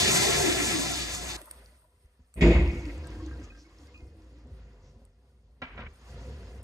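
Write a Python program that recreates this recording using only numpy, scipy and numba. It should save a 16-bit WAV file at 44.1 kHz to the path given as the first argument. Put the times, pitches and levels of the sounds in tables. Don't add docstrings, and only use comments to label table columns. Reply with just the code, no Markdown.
import sys
import numpy as np
from scipy import signal
from scipy.fft import rfft, irfft
from scipy.io import wavfile
from scipy.ndimage import uniform_filter1d, minimum_filter1d
from numba import njit

SR = 44100
rng = np.random.default_rng(int(sys.argv[2]) if len(sys.argv) > 2 else 0)


def digitize_waveform(pressure):
    field = np.atleast_2d(pressure).T
    bounded = np.clip(field, -1, 1)
    quanta = np.round(bounded * 32767).astype(np.int16)
    wavfile.write(sys.argv[1], SR, quanta)


N = 292383
T, HZ = np.arange(N) / SR, np.fft.rfftfreq(N, 1 / SR) + 1e-3
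FLUSH_END_S, FLUSH_CUT_S = 1.368, 0.0032


# [t/s, spray level/dB, gurgle f/Hz, gurgle level/dB]
FLUSH_COURSE = [(0.0, -23.5, 397, -31.5), (0.16, -22.5, 360, -33.5), (0.28, -23.5, 390, -31),
                (0.4, -24, 403, -33), (0.49, -26.5, 339, -32), (0.56, -26, 360, -33.5),
                (0.63, -28, 302, -36.5), (0.71, -27, 356, -36.5), (0.77, -29, 290, -36.5),
                (0.88, -30.5, 303, -37), (1.0, -32.5, 310, -44), (1.2, -36.5, 320, -54),
                (1.37, -38.5, 347, -42.5)]


def flush():
    spray_db, gurgle_hz, gurgle_db = curves(FLUSH_COURSE)
    froth = undb(-14.0) * bubbles(rate_hz=220, lo_hz=595.7, hi_hz=7593, cycles=15)
    water = undb(spray_db) * (spray() + froth + jet())
    left_louder = undb([[.6], [-.6]])
    return running() * left_louder * (water + gurgle(gurgle_hz, gurgle_db))


# [f/Hz, relative level/dB per Hz]
SPRAY_COLOUR = [(40, -12.5), (80, 3), (120, 6), (200, 4.5), (600, -3.5), (1200, -10), (2600, 3.5),
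                (3800, -4.5), (5500, -7), (8000, 0), (9100, -2.5), (10000, -14), (11000, -8.5),
                (12000, -14.5), (14300, -25), (15500, -41)]
# [f/Hz, width/Hz, relative level/dB]
BOWL_PEAKS = [(720, 23, 6), (1036, 42, 5), (1345, 70, 4), (1708, 50, 2), (2080, 100, -3.5), (3640, 140, 0),
              (4710, 740, 3.5), (6300, 460, 0)]
# [f/Hz, shared power/0-1]
ALIKE_SPRAY = [(130, 1), (300, 0.14), (700, 0.7), (1500, 0.3), (2400, 0.65), (3200, 0.7), (4100, 0.4),
               (4900, 0.7), (7900, 0.7), (9000, 1), (12000, 1)]


def spray():
    bowl_gain = np.hypot(1, 1.7 * resonances(BOWL_PEAKS))
    colour = undb(over_hz(SPRAY_COLOUR)) * bowl_gain
    return wide_noise(colour, flicker_db=2.0, rate=28, alike=ALIKE_SPRAY, ragged=0.45)


def jet():
    centre_hz = 4700 * (1 + 0.14 * walk(5.7))
    whistle = moving_band(rng.standard_normal(N), centre_hz, 500.)
    return undb(-20.0 + 3.3 * walk(9.6)) * unit(ports(whistle))


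# [t/s, level/dB against the gurgle]
AIR_GULPS = [(0.285, 6.5), (0.472, 9), (0.63, 8), (0.77, 6.5), (1.35, -4.5)]
GULP_S = 0.027


def gurgle(hz, level_db):
    gulp_db = sum(db * np.exp(-.5 * ((T - s) / GULP_S) ** 2) for s, db in AIR_GULPS)
    left, own = (moving_band(moving_band(n, hz, 92.0), hz, 95.0) for n in rng.standard_normal((2, N)))
    at_ports = unit(np.array([left, own - 0.12 * left]))
    return undb(level_db + gulp_db + 0.51 * walk(15)) * at_ports


# [t/s, push level/dB, contact/ms]
PANEL_BLOWS = [(2.357, -42, 3.9), (2.373, -34, 2.7), (2.409, -25.5, 0.64), (2.535, -28, 5.4),
               (2.549, -20.5, 4.9), (2.563, -21.5, 3.5), (2.66, -32.5, 4.6)]
# [f/Hz, relative level/dB, t60/s]
PANEL_MODES = [(56.4, 2, 0.5), (70.8, 0, 0.31), (110.2, -3.5, 0.32), (147, -11, 0.47), (175.7, -1, 0.33),
               (242, -10.5, 0.32), (290.7, -11, 0.54), (343.6, -7.5, 0.82), (380, -10, 0.62),
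               (456, -18, 0.29), (635, -14.5, 0.3), (800, -16.5, 0.25), (1010, -23.5, 0.84),
               (1930, 0, 0.45), (2140, -6, 0.83), (2500, 2.5, 0.7), (2923, -7, 0.28), (3346, -19.5, .3),
               (4900, -34.5, .3), (7000, -13.5, .3)]
CHOKE_S, CHOKE_DB, CHOKE_TAKES_S = 2.517, -9, .012


def thump():
    choke = undb(CHOKE_DB * ((T - CHOKE_S) / CHOKE_TAKES_S).clip(0, 1))
    landing = tiles(ring(pushes(PANEL_BLOWS[:3] + chatter()), PANEL_MODES), wet_db=-5) * choke
    settling = tiles(ring(pushes(PANEL_BLOWS[3:]), PANEL_MODES), wet_db=-7)
    dull = signal.butter(6, 8500, fs=SR, output="sos")
    return signal.sosfilt(dull, landing + settling + splash()) + crash() + jangle()


CHATTER_S, CHATTER_DB, CHATTER_MS = 2.421, -14.5, 1.4
BOUNCE_S, BOUNCE_LOSS_DB, BOUNCES = .0175, 6, 6


def chatter():
    return [(CHATTER_S + k * BOUNCE_S, CHATTER_DB - BOUNCE_LOSS_DB * k, CHATTER_MS) for k in range(BOUNCES)]


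def since_landing():
    return np.clip(T - PANEL_BLOWS[2][0], 0, None)


# [f/Hz, relative level/dB per Hz]
CRASH_COLOUR = [(60, -6), (300, 9.5), (700, -3.5), (1300, -16.5), (2200, -16), (3000, -18.5), (3450, -20.5),
                (4100, -27), (4800, -29), (5800, -37), (7000, -31.5), (8000, -40), (9500, -46.5),
                (12000, -61.5)]
CRASH_S = .085


def crash():
    t = T[:SR]
    swell = (1 - np.exp(-t / 0.0026)) * np.exp(-t / CRASH_S)
    envelope = signal.fftconvolve(pushes(PANEL_BLOWS[:4] + chatter()), swell)[:N]
    noise = wide_noise(undb(over_hz(CRASH_COLOUR)), flicker_db=1.0, rate=32, ragged=0.41)
    return undb(-9) * envelope * noise


# [f/Hz, width/Hz, level/dB before squaring]
JANGLE_PEAKS = [(1950, 180, -4), (2150, 220, -2), (2480, 300, -3), (2750, 200, -9)]
JANGLE_DB, JANGLE_S = -26.5, .14
CORE_DB, CORE_S = -34, .15


def jangle():
    since = since_landing()
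    stir = undb(-21) * ((T - PANEL_BLOWS[0][0]) / 0.042).clip(0, 1) * np.exp(-since / .02)
    envelope = (1 - np.exp(-since / 0.0046)) * np.exp(-since / JANGLE_S) + stir
    metal = wide_noise(resonances(JANGLE_PEAKS) ** 2, flicker_db=3.5, rate=77, ragged=0.47) * envelope
    core = wide_noise(resonances([(2214, 42, 0)]) ** 2, flicker_db=-0.5, rate=40)
    core = core * (since > 0) * np.exp(-since / CORE_S)
    return undb(JANGLE_DB) * metal + undb(CORE_DB) * core


# [f/Hz, width/Hz, relative level/dB]
SPLASH_PEAKS = [(3460, 460, -2), (4700, 490, -9), (6960, 320, -10.5)]
SPLASH_DB, SPLASH_S = -36, .07


def splash():
    since = since_landing()
    envelope = (since / 0.0028).clip(0, 1) * np.exp(-since / SPLASH_S)
    return wide_noise(resonances(SPLASH_PEAKS), flicker_db=0.5, rate=55) * undb(SPLASH_DB) * envelope


# [t/s, push level/dB, contact/ms]
SEAT_KNOCKS = [(2.042, -35, 9.5), (2.193, -47, 2.9), (2.203, -38.5, 7), (4.02, -24, 10), (4.458, -46, 1.5),
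               (5.018, -47.5, 1.5), (5.619, -45.5, 0.11), (5.6225, -34.5, 0.29), (5.629, -30, 2.7),
               (5.778, -40.5, 0.34), (5.792, -36, 0.56), (5.812, -30, 5.5), (5.862, -24, 7.4),
               (5.877, -40.5, 8)]
# [f/Hz, relative level/dB, t60/s]
SEAT_MODES = [(67.8, -2, 0.045), (253, -6, 0.06), (575, -6, 0.024), (747, -4, 0.04), (1030, -5, 0.05),
              (1372, -2, 0.08), (1630, -5, 0.06), (1930, -6, 0.08), (2310, -1, 0.17), (2730, -4, 0.05),
              (3080, -1, 0.04), (3466, -9, 0.18), (3850, -4, 0.03), (5100, -14, .02), (5970, -16, 0.02)]


def seat():
    return tiles(ring(pushes(SEAT_KNOCKS), SEAT_MODES), wet_db=-15) + scuff()


# [t/s, length/s, level/dB, fade/dB per s, attack/s]
RIM_SCUFFS = [(5.618, .015, -41, 250, .001), (5.621, .15, -47, 60, .004), (5.772, .095, -46.5, 15, .014)]
SCUFF_RELEASE_DB_PER_S = 800


def scuff():
    colour = resonances([(hz, 0.54 * hz, db) for hz, db, _ in SEAT_MODES[1:]]) / np.hypot(1, (HZ / 2300) ** 3)
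    rub = np.zeros(N)
    for s, length, db, fade, attack in RIM_SCUFFS:
        since = T - s
        release_db = SCUFF_RELEASE_DB_PER_S * (since - length).clip(0)
        rub += undb(db - fade * since.clip(0) - release_db) * (since / attack).clip(0, 1)
    return rub * wide_noise(colour, flicker_db=3.0, rate=150, ragged=0.24)


# [t/s, peak level/dB of the pitched part before the room, f/Hz]
CLEAR_TICKS = [(0.117, -16, 6250), (1.149, -24, 6900), (1.416, -35, 8600), (1.4576, -43, 11400),
               (1.5091, -48.5, 4580), (1.511, -30, 8600), (1.66, -46.5, 4810), (2.3406, -41, 8030),
               (2.745, -57, 5050), (2.807, -49, 5730), (2.676, -45, 5000), (2.854, -42.5, 4630),
               (2.98, -50, 7100), (3.0444, -51, 3920), (3.071, -42, 8000), (3.263, -47.5, 6300),
               (3.4204, -62, 6700), (3.7856, -55, 5330), (3.8707, -53, 4870), (3.9764, -56.5, 4330),
               (4.0057, -59, 4760), (4.2204, -63, 5070), (4.386, -61, 4970), (5.052, -50, 8450)]
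TICK_S, TICK_WIDTH = 0.0017, 0.25
TICK_CRACK_DB = -5.5
PATTER_PER_S, PATTER_OVER_DB = 6, 6


def ticks():
    out, t = np.zeros(N), T[:800]
    treble_db = curves(BACKGROUND_LEVELS)[1]
    draws = rng.random((int(PATTER_PER_S * N / SR), 3)) * [(N - len(t)) / SR, 1, 1]
    patter = [(s, treble_db[int(s * SR)] + PATTER_OVER_DB - 8 * size, 4000 * 2 ** pitch)
              for s, size, pitch in draws]
    for s, db, hz in CLEAR_TICKS + patter:
        burst = rng.standard_normal(len(t)) * np.exp(-t / TICK_S)
        tick = bright(burst, hz, TICK_WIDTH) + undb(TICK_CRACK_DB) * bright(burst, 4500, 2.8)
        out[int(s * SR):][:len(t)] += undb(db) * tick
    return tiles(out + swishes(), wet_db=-8.0)


# [t/s, length/s, peak level/dB before the room, f/Hz]
SOFT_SWISHES = [(3.42, .05, -51, 6260), (3.543, 0.13, -52.5, 5400), (4.357, 0.11, -66.5, 4940),
                (4.788, .16, -62.5, 5550)]


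def swishes():
    out = np.zeros(N)
    for s, length, db, hz in SOFT_SWISHES:
        swell = np.hanning(int(length * SR))
        band = bright(rng.standard_normal(len(swell)) * swell, hz, width=0.43)
        out[int(s * SR):][:len(swell)] += undb(db) * band
    return out


# [t/s, f/Hz, level/dB, t60/s]
FAINT_PINGS = [(3.201, 1090, -48, 0.14), (3.383, 1910, -56, 0.14), (3.5, 2510, -47, 0.089),
               (3.65, 2210, -55, 0.08), (3.88, 2120, -57, 0.12), (3.942, 2495, -50, 0.24),
               (3.942, 2440, -52, 0.1), (3.941, 2770, -51, 0.12), (4.0, 2116, -64, 0.28)]
# [t/s, push level/dB]
RATTLE_HITS = [(2.895, -50), (3.04, -46), (3.06, -48), (3.124, -50), (3.15, -48), (3.199, -48), (3.28, -49),
               (3.312, -45), (3.33, -47), (3.415, -50), (3.52, -53), (3.55, -53), (3.575, -54)]
# [f/Hz, relative level/dB, t60/s]
LOOSE_PART_MODES = [(1300, -9, 0.09), (1600, -3, 0.11), (1800, -10, 0.08), (2750, -8, 0.05)]
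RATTLE_MS = 0.36


def pings_and_rattle():
    tones = ring(pushes([(s, db, RATTLE_MS) for s, db in RATTLE_HITS]), LOOSE_PART_MODES)
    t = T[:SR // 2]
    for s, hz, db, t60 in FAINT_PINGS:
        envelope = (t / 0.0052).clip(0, 1) * 1000. ** (-t / t60)
        tones[int(s * SR):][:len(t)] += undb(db) * np.sin(2 * np.pi * hz * t) * envelope
    return tiles(tones * undb(1.05 * walk(96)), wet_db=-16)


# [t/s, bass reference level/dB, treble reference level/dB]
BACKGROUND_LEVELS = [(1.38, -57, -50.5), (1.46, -68.5, -66.5), (1.6, -59.5, -61.5), (1.75, -68, -69),
                     (1.85, -72.5, -77), (2.33, -74.5, -77), (2.75, -41, -53.5), (3.0, -45, -57),
                     (3.42, -49, -59.5), (3.68, -66, -66), (3.82, -58, -63), (4.1, -60, -70),
                     (4.42, -57.5, -69.5), (4.5, -51.5, -69), (4.85, -59.5, -70.5), (5.04, -61, -73.5),
                     (5.12, -68, -79), (5.6, -64.5, -78.5), (5.76, -52, -73), (5.83, -46, -84),
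                     (5.89, -56.5, -65.5), (5.96, -65, -64.5), (6.08, -55, -57.5), (6.18, -49, -58),
                     (6.5, -49.5, -60), (6.63, -52, -64.5)]


def background():
    bass_db, treble_db = curves(BACKGROUND_LEVELS)
    return drain() + hum(bass_db) + drone(bass_db) + rumble(bass_db) + hiss(treble_db) + sizzle(treble_db)


# [f/Hz, width/Hz, relative level/dB]
DRAIN_PEAKS = [(320, 40, -1.5), (600, 80, -4), (990, 43, 2.5), (1380, 78, -5.5), (2000, 260, -17.5)]
DRAIN_DB, DRAIN_FADE_DB_PER_S = -54, 38


def drain():
    fade_db = DRAIN_FADE_DB_PER_S * (T - FLUSH_END_S).clip(0)
    murmur = wide_noise(resonances(DRAIN_PEAKS), flicker_db=7.0, rate=71)
    return murmur * undb(DRAIN_DB - fade_db) * (1 - running())


HUM_HZ, HUM_OVER_DB, HUM_IN_FLUSH_DB = 56.4, 6, -43


def hum(bass_db):
    gain = undb(bass_db + HUM_OVER_DB) * (1 - running()) + undb(HUM_IN_FLUSH_DB) * running()
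    phase = 2 * np.pi * np.cumsum(HUM_HZ + 7.1 * walk(18)) / SR
    return np.sqrt(2) * np.sin(phase) * gain * undb(1.1 * walk(24))


DRONE_HZ, DRONE_START_S, DRONE_END_S = 309.4, 2.75, 4.54
DRONE_OVER_DB, DRONE_FADE_DB_PER_S = -4.5, -4


def drone(bass_db):
    hz = DRONE_HZ + 12 * walk(10)
    level_db = bass_db + DRONE_OVER_DB - DRONE_FADE_DB_PER_S * (T - DRONE_START_S) + 3.5 * walk(14)
    tone = unit(moving_band(moving_band(rng.standard_normal(N), hz, 31.0), hz, 49.0))
    gate = (T > DRONE_START_S) * ((DRONE_END_S - T) / 0.54).clip(0, 1)
    return tone * undb(level_db) * gate


# [f/Hz, width/Hz, relative level/dB]
RUMBLE_PEAKS = [(82, 25, 7.5), (143, 6.6, 10.5), (183, 30, -4), (237, 48, -4), (313, 56, -8),
                (385, 26, -5.5), (500.6, 48, -8.5), (690, 80, -13.5)]


def rumble(bass_db):
    colour = resonances(RUMBLE_PEAKS) / np.hypot(1, (HZ / 1200) ** 2)
    return wide_noise(colour, flicker_db=2.5, rate=18) * undb(bass_db + 2.0)


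# [f/Hz, relative level/dB per Hz]
HISS_COLOUR = [(500, 5.5), (1000, 0.5), (1500, -2), (2500, -1), (3500, -3), (5000, -5.5), (7000, -10),
               (7900, -15), (8200, -38.5)]


def hiss(treble_db):
    noise = wide_noise(undb(over_hz(HISS_COLOUR)) * (HZ > 450), flicker_db=2, rate=25, ragged=0.3)
    trickle = undb(-9.0) * bubbles(rate_hz=100, lo_hz=895, hi_hz=7070, cycles=7.9)
    return undb(treble_db) * (noise + trickle)


# [f/Hz, relative level/dB per Hz]
SIZZLE_TINT = [(7700, -48), (8100, -0.5), (9000, 5), (10000, -10.5), (11500, -13.5), (14000, -18.5),
               (15500, -40)]
# [t/s, starting level/dB]
SIZZLE_FLARES = [(1.369, -52), (2.347, -56), (5.931, -74)]
SIZZLE_FLOOR_DB, SIZZLE_OVER_DB, FLARE_FADE_DB_PER_S = -86, -15.5, 44.5


def sizzle(treble_db):
    flares = sum(undb(db - FLARE_FADE_DB_PER_S * (T - s).clip(0)) * (T > s) for s, db in SIZZLE_FLARES)
    gain = undb(SIZZLE_FLOOR_DB) + undb(treble_db + SIZZLE_OVER_DB) + flares
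    return wide_noise(undb(over_hz(SIZZLE_TINT)), flicker_db=2.5, rate=27) * gain


def running():
    return np.clip((FLUSH_END_S - T) / FLUSH_CUT_S, 0, 1)


def bubbles(rate_hz, lo_hz, hi_hz, cycles):
    out, t = np.zeros(N + 2048), T[:2048]
    for when, pitch, size in rng.random((int(rate_hz * N / SR), 3)):
        hz = lo_hz * (hi_hz / lo_hz) ** pitch
        envelope = hz * t * np.exp(-hz * t / cycles)
        out[int(when * N):][:len(t)] += np.sin(2 * np.pi * hz * t) * envelope * undb(8 * size)
    return unit(ports(out[:N]))


def pushes(table):
    force = np.zeros(N)
    for s, db, ms in table:
        push = np.hanning(int(ms * SR / 1000) + 3)
        force[int(s * SR):][:len(push)] += undb(db) * push / push.sum()
    return force


def ring(force, modes):
    t = T[:SR]
    body = sum(undb(db) * np.sin(2 * np.pi * hz * t) * 1000. ** (-t / t60) for hz, db, t60 in modes)
    return signal.fftconvolve(force, body)[:N]


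ROOM_T60_S, ROOM_TREBLE_HZ = 0.55, 3500


def tiles(x, wet_db):
    t, noise = T[:SR], rng.standard_normal((2, SR))
    low = signal.sosfilt(signal.butter(2, ROOM_TREBLE_HZ, fs=SR, output="sos"), noise)
    treble_tail = (noise - low) * 1000. ** (-t / (0.11 * ROOM_T60_S))
    tail = low * 1000. ** (-t / ROOM_T60_S) + treble_tail
    wet = signal.fftconvolve(x[None], tail / np.linalg.norm(tail[0]), axes=1)[:, :N]
    return ports(x) + undb(wet_db) * wet


# [f/Hz, phase/radians]
PORT_LAG = [(100, 0), (700, .7), (1800, .6), (2400, 2.3), (2900, 3.14), (3400, 3.6), (4100, 4.7),
            (4800, 6.1), (6800, 5.8), (7900, 4.5), (8600, 3.8), (9100, 3.14), (10700, 3.14), (12000, .2),
            (13000, 0)]


def ports(x):
    return np.array([irfft(rfft(x) * np.exp(-1j * over_hz(PORT_LAG)), N), x])


# [f/Hz, shared power/0-1]
ALIKE_SPREAD = [(100, 1), (1000, 0.6), (2000, 0.3), (5000, 0.25), (6800, 0.8), (7900, 0.7), (9000, 1),
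                (12000, 1)]


def wide_noise(gain, flicker_db, rate, alike=ALIKE_SPREAD, ragged=0.72):
    share = np.clip(over_hz(alike), 0, 1)
    both, own = rfft(ports(rng.standard_normal(N))), rfft(rng.standard_normal((2, N)))
    spectrum = gain * ripple(ragged) * (np.sqrt(share) * both + np.sqrt(1 - share) * own)
    octave = np.log2(np.clip(HZ, 125, 8000) / 125)
    bands = (irfft(spectrum * np.clip(1 - abs(octave - k), 0, 1), N) for k in range(7))
    return unit(sum(band * undb(flicker_db * walk(rate)) for band in bands))


RIPPLE_S = 0.0052


def ripple(depth):
    echoes = rng.standard_normal(SR // 4) * np.exp(-T[:SR // 4] / RIPPLE_S)
    return unit(abs(rfft(echoes, N)) ** depth)


def bright(burst, hz, width):
    for _ in range(2):
        burst = moving_band(burst, np.full(len(burst), 1. * hz), width * hz)
    return burst / abs(burst).max()


@njit
def moving_band(x, hz, width):
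    y, band, low = np.empty(len(x)), 0., 0.
    for i in range(len(x)):
        g, k = np.tan(np.pi * hz[i] / SR), width / hz[i]
        v = (band + g * (x[i] - low)) / (1 + g * (g + k))
        band, low, y[i] = 2 * v - band, low + 2 * g * v, k * v
    return y


def resonances(table):
    return np.sqrt(sum(undb(db) ** 2 / (1 + ((HZ - hz ** 2 / HZ) / width) ** 2) for hz, width, db in table))


def walk(rate):
    k = int(SR / rate)
    steps = np.repeat(rng.standard_normal(N // k + 1), k)
    return unit(uniform_filter1d(uniform_filter1d(steps, k), k)[:N])


def curves(table):
    s, *columns = np.transpose(table)
    return [np.interp(T, s, c) for c in columns]


def over_hz(table):
    hz, value = np.transpose(table)
    return np.interp(np.log(HZ), np.log(hz), value)


def undb(db):
    return 10 ** (np.asarray(db) / 20)


def unit(x):
    return x / np.sqrt(np.mean(x ** 2))


MONO_BELOW_HZ, MONO_ABOVE_HZ = 880, 11800
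SIDE_ONLY_HZ = 9150, 10850


def scene():
    opposite = np.array([[1], [-1]])
    left, right = background() + ticks() + pings_and_rattle() + thump() + seat()
    side = irfft(rfft(left - right) / (1 + (MONO_BELOW_HZ / HZ) ** 12), N) / 2
    left, right = flush() + (left + right) / 2 + side * opposite
    side = irfft(rfft(left - right) / (1 + (HZ / MONO_ABOVE_HZ) ** 60), N) / 2
    shared = 1 / (1 + (HZ / SIDE_ONLY_HZ[0]) ** 120) + 1 / (1 + (SIDE_ONLY_HZ[1] / HZ) ** 120)
    return irfft(rfft(left + right) * shared, N) / 2 + side * opposite


LOW_HZ, TOP_HZ = 44, 15400
LIMIT_DB, LIMIT_S = -6.5, .012


def record(dry):
    thin = signal.sosfilt(signal.butter(4, LOW_HZ, "high", fs=SR, output="sos"), dry)
    span = int(LIMIT_S * SR)
    limit_gain = undb(LIMIT_DB) / np.maximum(abs(thin).max(axis=0), undb(LIMIT_DB))
    held = thin * uniform_filter1d(minimum_filter1d(limit_gain, span), span)
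    return signal.sosfilt(signal.ellip(8, .2, 70, TOP_HZ, fs=SR, output="sos"), held)


dry = scene()
out = record(dry)
digitize_waveform(out)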